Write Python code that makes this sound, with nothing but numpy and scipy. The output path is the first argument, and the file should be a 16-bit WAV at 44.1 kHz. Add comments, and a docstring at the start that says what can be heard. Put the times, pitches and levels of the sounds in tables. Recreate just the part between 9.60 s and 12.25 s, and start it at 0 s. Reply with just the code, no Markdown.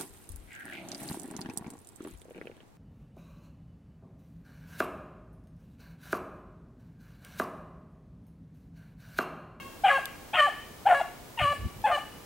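"""At first the trees still ring from an earlier bayed note, over a quiet steady hiss and a thin high whine.
A beagle then yelps five times, about half a second apart. Each yelp opens with a high squeak, breaks into
a lower rasp, settles on a clear bayed note and ends in a falling hoot; trees scatter echoes of it all.
The voice is built from overtones. A twig ticks (filtered noise that dies fast) after the first yelp;
from 1.8 s puffs of wind rumble on the microphone (low noise), and a fainter tick comes at 2.2 s."""
import sys
import numpy as np
from scipy import signal
from scipy.fft import rfft, irfft, next_fast_len
from scipy.io import wavfile
from scipy.ndimage import map_coordinates

SR = 44100
rng = np.random.default_rng(int(sys.argv[2]) if len(sys.argv) > 2 else 0)


def wrap_up_sound(samples):
    """Save the sound to the file named by the first command line argument, as 16-bit audio."""
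    columns = np.atleast_2d(samples).T
    # keep every value between -1 and 1, then stretch to whole-number steps
    tamed = np.clip(columns, -1, 1)
    steps = np.round(tamed * 32767).astype(np.int16)
    wavfile.write(sys.argv[1], SR, steps)


N = 116865
LEAD_S = .3  # computed ahead of time zero, so that the earlier bayed note can leave its echo
LEAD = int(LEAD_S * SR)
T = np.arange(-LEAD, N) / SR
TOP_HZ = 15900  # nothing sounds at or above this

# Colour of the steady hiss: f/Hz, level/dB
AIR_COLOUR = [(15, -29), (25, -2), (260, -2), (537, -5.5), (1080, -10), (1710, -15.5), (15500, -24.5)]
AIR_DB = -48
# How alike left and right are in all the noises: f/Hz, likeness (1 = the same)
LIKENESS = [(60, 0.92), (250, 0.56), (4000, 0.057), (14000, 0.84)]
WHINE_HZ, WHINE_DB = 15734, -70

# How long the deep woods ring: f/Hz, time to fall 60 dB/s
WOODS_T60 = [(500, 0.7), (1100, 0.62), (3000, 0.81), (8000, 0.25)]
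# Colour of all the tree echoes: f/Hz, level/dB
TREES_COLOUR = [(780, -4), (1080, 1), (1700, 1.5), (2300, 5.5), (3000, 3), (8000, 14.5)]
TRUNKS_T60_S, TREES_DELAY_S = .25, .018
TRUNKS_DB, WOODS_DB = -12, -17  # before the echo colour
TREES_SIDE_DB = -11  # left-right difference against the middle

# Gliding opening squeak, one list a yelp: t/s, pitch/Hz, level before colour/dB, roughness (0 to 1)
SQUEAK_PATHS = [
    [(.235, 705, -29.5, 0), (.247, 809, -16.5, 0.01), (.262, 808, -16, 0.31), (.272, 711, -23.5, 0.39),
     (.29, 759, -21.5, 0.3), (.303, 685, -31, 0.15)],
    [(.731, 763, -33.5, 0.14), (.746, 897, -29.5, 0.31), (.766, 1090, -26, 0.14)],
    [(1.253, 676.6, -33, 0.1), (1.272, 825.7, -12.5, 0.2), (1.284, 784, -25.5, 0.54),
     (1.304, 721.6, -19.5, 0.28), (1.328, 701.4, -16.5, 0.31), (1.36, 690, -39, 0.42)],
    [(1.773, 953.5, -30.5, 0.14), (1.792, 926, -28, 0.13), (1.799, 781, -33.5, 0.28),
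     (1.818, 687, -26.5, 0)],
    [(2.239, 836.5, -22.5, 0.08), (2.258, 872, -15, 0.07), (2.268, 817, -22.5, 0.37),
     (2.29, 730, -37.5, 0.08), (2.305, 707, -26.5, 0.42), (2.332, 713, -25.5, 0.04)],
]
# Extra strength of each squeak's shrill overtones: lift/dB
SQUEAK_SHRILL_LIFTS = [3.5, 22.5, -10, 14, -0.5]
SHRILL_HZ, SHRILL_WIDTH_HZ = 2900, 650
# Colour of the high voice, for squeaks and hoots: f/Hz, level/dB
HIGH_VOICE_COLOUR = [(800, 0), (1050, -11.5), (1600, -18), (3200, -27), (5200, -55), (9000, -47.5),
                     (16000, -70)]

# Rasp where the voice breaks lower: start t/s, peak t/s, end t/s, level/dB, tilt/dB per octave,
# pitch f/Hz, open mouth resonance f/Hz
RASP_EVENTS = [(0.245, 0.282, .335, -24.5, 0, 407, 3910), (0.737, 0.761, .81, -23, -1, 360, 3850),
               (1.26, 1.322, 1.352, -26.5, -4, 356, 3590), (1.786, 1.794, 1.845, -28.5, 7, 366, 2950),
               (2.258, 2.3, 2.33, -29, -6, 522.2, 2900)]
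# Colour the throat gives the rasp: f/Hz, level/dB
RASP_COLOUR = [(430, -39), (570, 4.5), (950, -5.5), (1300, 1), (2300, -5), (3100, -4), (3700, -26),
               (5200, -41), (9000, -32), (16000, -61)]
RASP_RISE_DB, RASP_FALL_DB = 4.5, 9  # how far start and end lie below the peak
RASP_ROUGH, RASP_NOISE_DB, RASP_FLUTTER_DB = .4, -10, 2.5  # breath noise is relative to the voice
CLOSING_HZ_PER_S, CLOSED_HZ = 35800, 1180  # the mouth resonance falls as the jaw closes
RASP_LIFT_DB, RASP_WIDTH_HZ = 10, 380  # strength and width of that resonance

# Clear bayed note, the first one over before time zero: t/s, pitch/Hz, level before colour/dB,
# mouth resonance f/Hz, its lift/dB, nasal ring lift/dB
BAY_PATHS = [
    [(-.22, 555.4, -19.5, 1150, 13, 9), (-.1, 526, -36.5, 1100, -2.5, 14)],
    [(.295, 567, -37, 1650, 11, 4), (.312, 561.7, -31.5, 1580, 16, -8), (.343, 540, -34.5, 1080, 5, -7),
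     (.363, 546.6, -33.5, 1510, 15.5, 23), (.377, 527, -38.5, 1440, 16.5, 9)],
    [(.766, 662.4, -34.5, 1310, 12.5, 6), (.786, 619.7, -31.5, 1740, 12, 15.5),
     (.805, 604.7, -21.5, 1750, 6, 14), (.813, 579.7, -34.5, 1330, 19.5, -7),
     (.829, 579.4, -39.5, 1180, 19.5, 1), (.855, 583, -32.5, 1540, 16, -9), (.867, 566, -34, 1500, 14, 5)],
    [(1.343, 559, -32, 1690, 10.5, 5), (1.372, 562.5, -36, 1730, 11.5, -1), (1.402, 559, -34, 1650, -12, 5)],
    [(1.803, 617.6, -34.5, 1240, 1, -9), (1.833, 593.3, -33.5, 1160, 7.5, 14.5),
     (1.862, 564.3, -35, 1150, 13.5, 4.5), (1.905, 585.8, -35, 1170, 10.5, 3),
     (1.932, 567.4, -29, 1080, -15, -5)],
    [(2.311, 606, -34.5, 1210, 10.5, -4), (2.352, 588.6, -31.5, 1530, 3.5, 13),
     (2.368, 563, -34.5, 1550, 5, -2)],
]
# Colour the throat gives the bayed note: f/Hz, level/dB
THROAT_COLOUR = [(1150, -2), (1700, -4.5), (2300, -11.5), (2950, -11), (3450, -25), (4100, -20.5),
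                 (5300, -35.5), (9000, -34.5), (16000, -52)]
MOUTH_WIDTH_HZ, NASAL_HZ, NASAL_WIDTH_HZ = 290, 2990, 230
BAY_ROUGH, BAY_ROUGH_START, SETTLE_S = .03, .14, .012  # steady part, extra at onset, time to settle
BAY_SWELL_S = 0.0037

# Closing hoot: start t/s, end t/s, first pitch f/Hz, last pitch f/Hz, level before colour/dB
HOOT_EVENTS = [(.369, 0.395, 1052, 612, -29), (.862, 0.893, 966, 640, -27), (1.394, 1.411, 1130, 750, -26),
               (1.409, 1.42, 760, 678, -20), (1.91, 1.947, 1117, 554, -40), (2.37, 2.387, 927, 690, -29)]
HOOT_ROUGH, HOOT_BEND = 0.2, 0.716  # a bend below 1 makes the slide fastest at first
HOOT_EDGE_DB = 6  # both ends lie this far below the middle

# Twig ticks: t/s, level at onset/dB
TICK_EVENTS = [(0.4562, -25), (2.218, -42)]
# Colour of a tick: f/Hz, level/dB
TICK_COLOUR = [(1500, -25), (3500, 12), (5500, -7), (7500, -1), (12500, 3), (15000, -24)]
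TICK_T60_S = .009

# Strength of the wind on the microphone: t/s, level/dB
WIND_LEVELS = [(1.77, -83), (1.818, -32.5), (1.85, -31.5), (1.88, -56), (1.908, -39.5), (1.965, -60),
               (2.015, -37.5), (2.064, -25), (2.105, -66), (2.17, -43.5), (2.286, -54.5), (2.65, -66)]
# Colour of the wind rumble: f/Hz, level/dB
WIND_COLOUR = [(20, -26), (60, -2), (100, 0), (170, -11), (300, -21), (1500, -62)]

# Voice: pitch scatter and size scatter at full roughness, and how often they change per second
JITTER, SHIMMER, ROUGH_RATE = .13, .6, 520
WAVER_DB, WAVER_RATE = 0.5, 39  # each overtone wavers on its own; the dB grow with its number
ATTACK_S, RELEASE_S = 0.0047, .008
PAN_DB = 1.8  # how much louder the dog is on the left than on the right


def amp(db):
    """Turn decibels into gain."""
    return 10 ** (np.asarray(db) / 20)


def unit(x):
    """Scale to an rms of 1."""
    return x / np.sqrt(np.mean(x ** 2) + 1e-20)


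def along(points, hz):
    """Read a value between (frequency, value) points, on a log frequency axis."""
    f, values = np.transpose(points)
    return np.interp(np.log(hz + 1), np.log(f + 1), values)


def bell(hz, centre, width):
    """The shape of a resonance, 1 at its centre."""
    return np.exp(-.5 * ((hz - centre) / width) ** 2)


def wobble(t, rate):
    """A smooth random curve through `rate` random points a second."""
    position = (t - t[0]) * rate
    return map_coordinates(rng.standard_normal(2048), [position], mode="wrap")


def filtered(x, response):
    """Multiply the spectrum of x by a response that depends on frequency."""
    n = x.shape[-1]
    padded = next_fast_len(n + 8192)
    spectrum = rfft(x, padded) * response(np.fft.rfftfreq(padded, 1 / SR))
    return irfft(spectrum, padded)[..., :n]


def span(start, end):
    """The samples of one sound, their times and a gate with soft edges."""
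    at = (T >= start) & (T < end + RELEASE_S / 2)
    t = T[at]
    fade_in = np.clip((t - start) / ATTACK_S, 0, 1)
    fade_out = np.clip((end - t) / RELEASE_S + .5, 0, 1)
    return at, t, fade_in * fade_out


def rush(colour):
    """Stereo noise of rms 1: a shared middle plus a left-right difference set by LIKENESS."""
    def middle_and_side(hz):
        angle = np.arccos(np.clip(along(LIKENESS, hz), -1, 1)) / 2
        return amp(along(colour, hz)) * [np.cos(angle), np.sin(angle)]

    mid, side = filtered(rng.standard_normal((2, len(T))), middle_and_side)
    return unit(np.array([mid + side, mid - side]))


def air():
    """Still air as a steady coloured hiss."""
    return amp(AIR_DB) * rush(AIR_COLOUR)


def whine():
    """A thin steady whine: one pure high tone."""
    return amp(WHINE_DB) * np.sqrt(2) * np.sin(2 * np.pi * WHINE_HZ * T)


def echo(x, t60):
    """Scatter from the trees: a delayed noise tail in which each frequency dies at its own speed."""
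    hz, t, grid = signal.stft(rng.standard_normal((2, SR)), SR, nperseg=256)
    decay = amp(-60 * t / t60(hz)[:, None])
    tail = signal.istft(grid * decay, SR, nperseg=256)[1]
    tail = np.pad(tail, ((0, 0), (int(TREES_DELAY_S * SR), 0)))
    tail = tail / np.linalg.norm(tail[0])
    wet = signal.fftconvolve(x[None], tail, axes=1)[:, :len(x)]
    mid, side = filtered(wet, lambda f: amp(along(TREES_COLOUR, f)))
    side = amp(TREES_SIDE_DB) * side
    return np.array([mid + side, mid - side])


def trees(dog):
    """Near trunks ring with one decay for all frequencies; deep woods with one for each."""
    trunks = amp(TRUNKS_DB) * echo(dog, lambda hz: np.full(len(hz), TRUNKS_T60_S))
    woods = amp(WOODS_DB) * echo(dog, lambda hz: along(WOODS_T60, hz))
    return trunks + woods


def folds(t, pitch, rough, colour_db, count=36):
    """Vocal folds as a stack of overtones; roughness scatters their pitch and size."""
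    rough_pitch = pitch * (1 + JITTER * rough * wobble(t, ROUGH_RATE))
    phase = 2 * np.pi * np.cumsum(rough_pitch) / SR
    k = np.arange(1, count + 1)[:, None]  # overtone numbers, 1 is the pitch itself
    waver = WAVER_DB * np.log10(k) * np.array([wobble(t, WAVER_RATE) for _ in k])
    size = amp(colour_db(k * pitch) + waver) * (k * pitch < TOP_HZ)
    partials = size * np.sin(k * phase + rng.uniform(0, 2 * np.pi, k.shape))
    return np.sqrt(2) * partials.sum(0) * (1 + SHIMMER * rough * wobble(t, ROUGH_RATE))


def squeaks():
    """A gliding high tone, with its own shrillness each time and roughness as the voice breaks."""
    out = np.zeros(len(T))
    for rows, shrill_db in zip(SQUEAK_PATHS, SQUEAK_SHRILL_LIFTS):
        times, *columns = np.transpose(rows)
        at, t, gate = span(times[0], times[-1])
        pitch, db, rough = [np.interp(t, times, c) for c in columns]

        def colour(hz):
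            return along(HIGH_VOICE_COLOUR, hz) + shrill_db * bell(hz, SHRILL_HZ, SHRILL_WIDTH_HZ)

        out[at] += gate * amp(db) * folds(t, pitch, rough, colour)
    return out


def closing_mouth(x, open_hz):
    """A mouth resonance that sweeps down from open_hz as the jaw closes."""
    hz, t, grid = signal.stft(x, SR, nperseg=256)
    mouth = np.maximum(open_hz - CLOSING_HZ_PER_S * t, CLOSED_HZ)
    lift = amp(RASP_LIFT_DB * bell(hz[:, None], mouth, RASP_WIDTH_HZ))
    return signal.istft(grid * lift, SR, nperseg=256)[1][:len(x)]


def rasps():
    """Rough flapping of the folds and a little breath noise, through throat and closing mouth."""
    out = np.zeros(len(T))
    for start, peak, end, db, tilt_db, pitch, open_hz in RASP_EVENTS:
        at, t, gate = span(start, end)
        flaps = unit(folds(t, pitch, RASP_ROUGH, np.zeros_like))
        breath = amp(RASP_NOISE_DB) * rng.standard_normal(len(T))[at]
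        flutter = amp(RASP_FLUTTER_DB * wobble(t, ROUGH_RATE / 2))

        def throat(hz):
            octaves = np.log2(np.clip(hz, 500, 3500))  # the tilt acts between these frequencies
            return amp(along(RASP_COLOUR, hz) + tilt_db * octaves)

        voice = closing_mouth(filtered((flaps + breath) * flutter, throat), open_hz)
        drop_db = np.interp(t, [start, peak, end], [RASP_RISE_DB, 0, RASP_FALL_DB])
        out[at] += gate * unit(voice) * amp(db - drop_db)
    return out


def bays():
    """The clear note, shaped by a moving mouth resonance and a nasal ring at a fixed pitch."""
    out = np.zeros(len(T))
    for rows in BAY_PATHS:
        times, *columns = np.transpose(rows)
        at, t, gate = span(times[0], times[-1])
        pitch, db, mouth, lift, ring = [np.interp(t, times, c) for c in columns]
        age = t - times[0]
        rough = BAY_ROUGH + BAY_ROUGH_START * np.exp(-age / SETTLE_S)
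        swell = np.clip(age / BAY_SWELL_S, 0, 1)

        def colour(hz):
            mouth_db = lift * bell(hz, mouth, MOUTH_WIDTH_HZ)
            nasal_db = ring * bell(hz, NASAL_HZ, NASAL_WIDTH_HZ)
            return along(THROAT_COLOUR, hz) + mouth_db + nasal_db

        out[at] += gate * swell * amp(db) * folds(t, pitch, rough, colour)
    return out


def hoots():
    """The voice flips back to its high register and slides down."""
    out = np.zeros(len(T))
    for start, end, first_hz, last_hz, db in HOOT_EVENTS:
        at, t, gate = span(start, end)
        progress = np.clip((t - start) / (end - start), 0, 1)
        pitch = first_hz + (last_hz - first_hz) * progress ** HOOT_BEND
        arch_db = db - HOOT_EDGE_DB * (2 * progress - 1) ** 2
        voice = folds(t, pitch, HOOT_ROUGH, lambda hz: along(HIGH_VOICE_COLOUR, hz))
        out[at] += gate * amp(arch_db) * voice
    return out


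def ticks():
    """Small dry twig snaps: noise that starts at once and dies in milliseconds."""
    level = np.zeros(len(T))
    for start, db in TICK_EVENTS:
        level += (T >= start) * amp(db - 60 * np.abs(T - start) / TICK_T60_S)
    return level * rush(TICK_COLOUR)


def wind():
    """Puffs of wind on the microphone: low rumbling noise that swells and fades."""
    return amp(np.interp(T, *np.transpose(WIND_LEVELS))) * rush(WIND_COLOUR)


def scene():
    """The dog and its tree echoes a little to the left, with hiss, whine, ticks and wind."""
    dog = squeaks() + rasps() + bays() + hoots()
    pan = amp([[PAN_DB / 2], [-PAN_DB / 2]])
    near = air() + whine() + ticks() + wind()
    return ((dog + trees(dog)) * pan + near)[:, LEAD:]


def record(dry):
    """Remove everything at or above the top frequency."""
    return filtered(dry, lambda hz: hz < TOP_HZ)


dry = scene()
out = record(dry)
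wrap_up_sound(out)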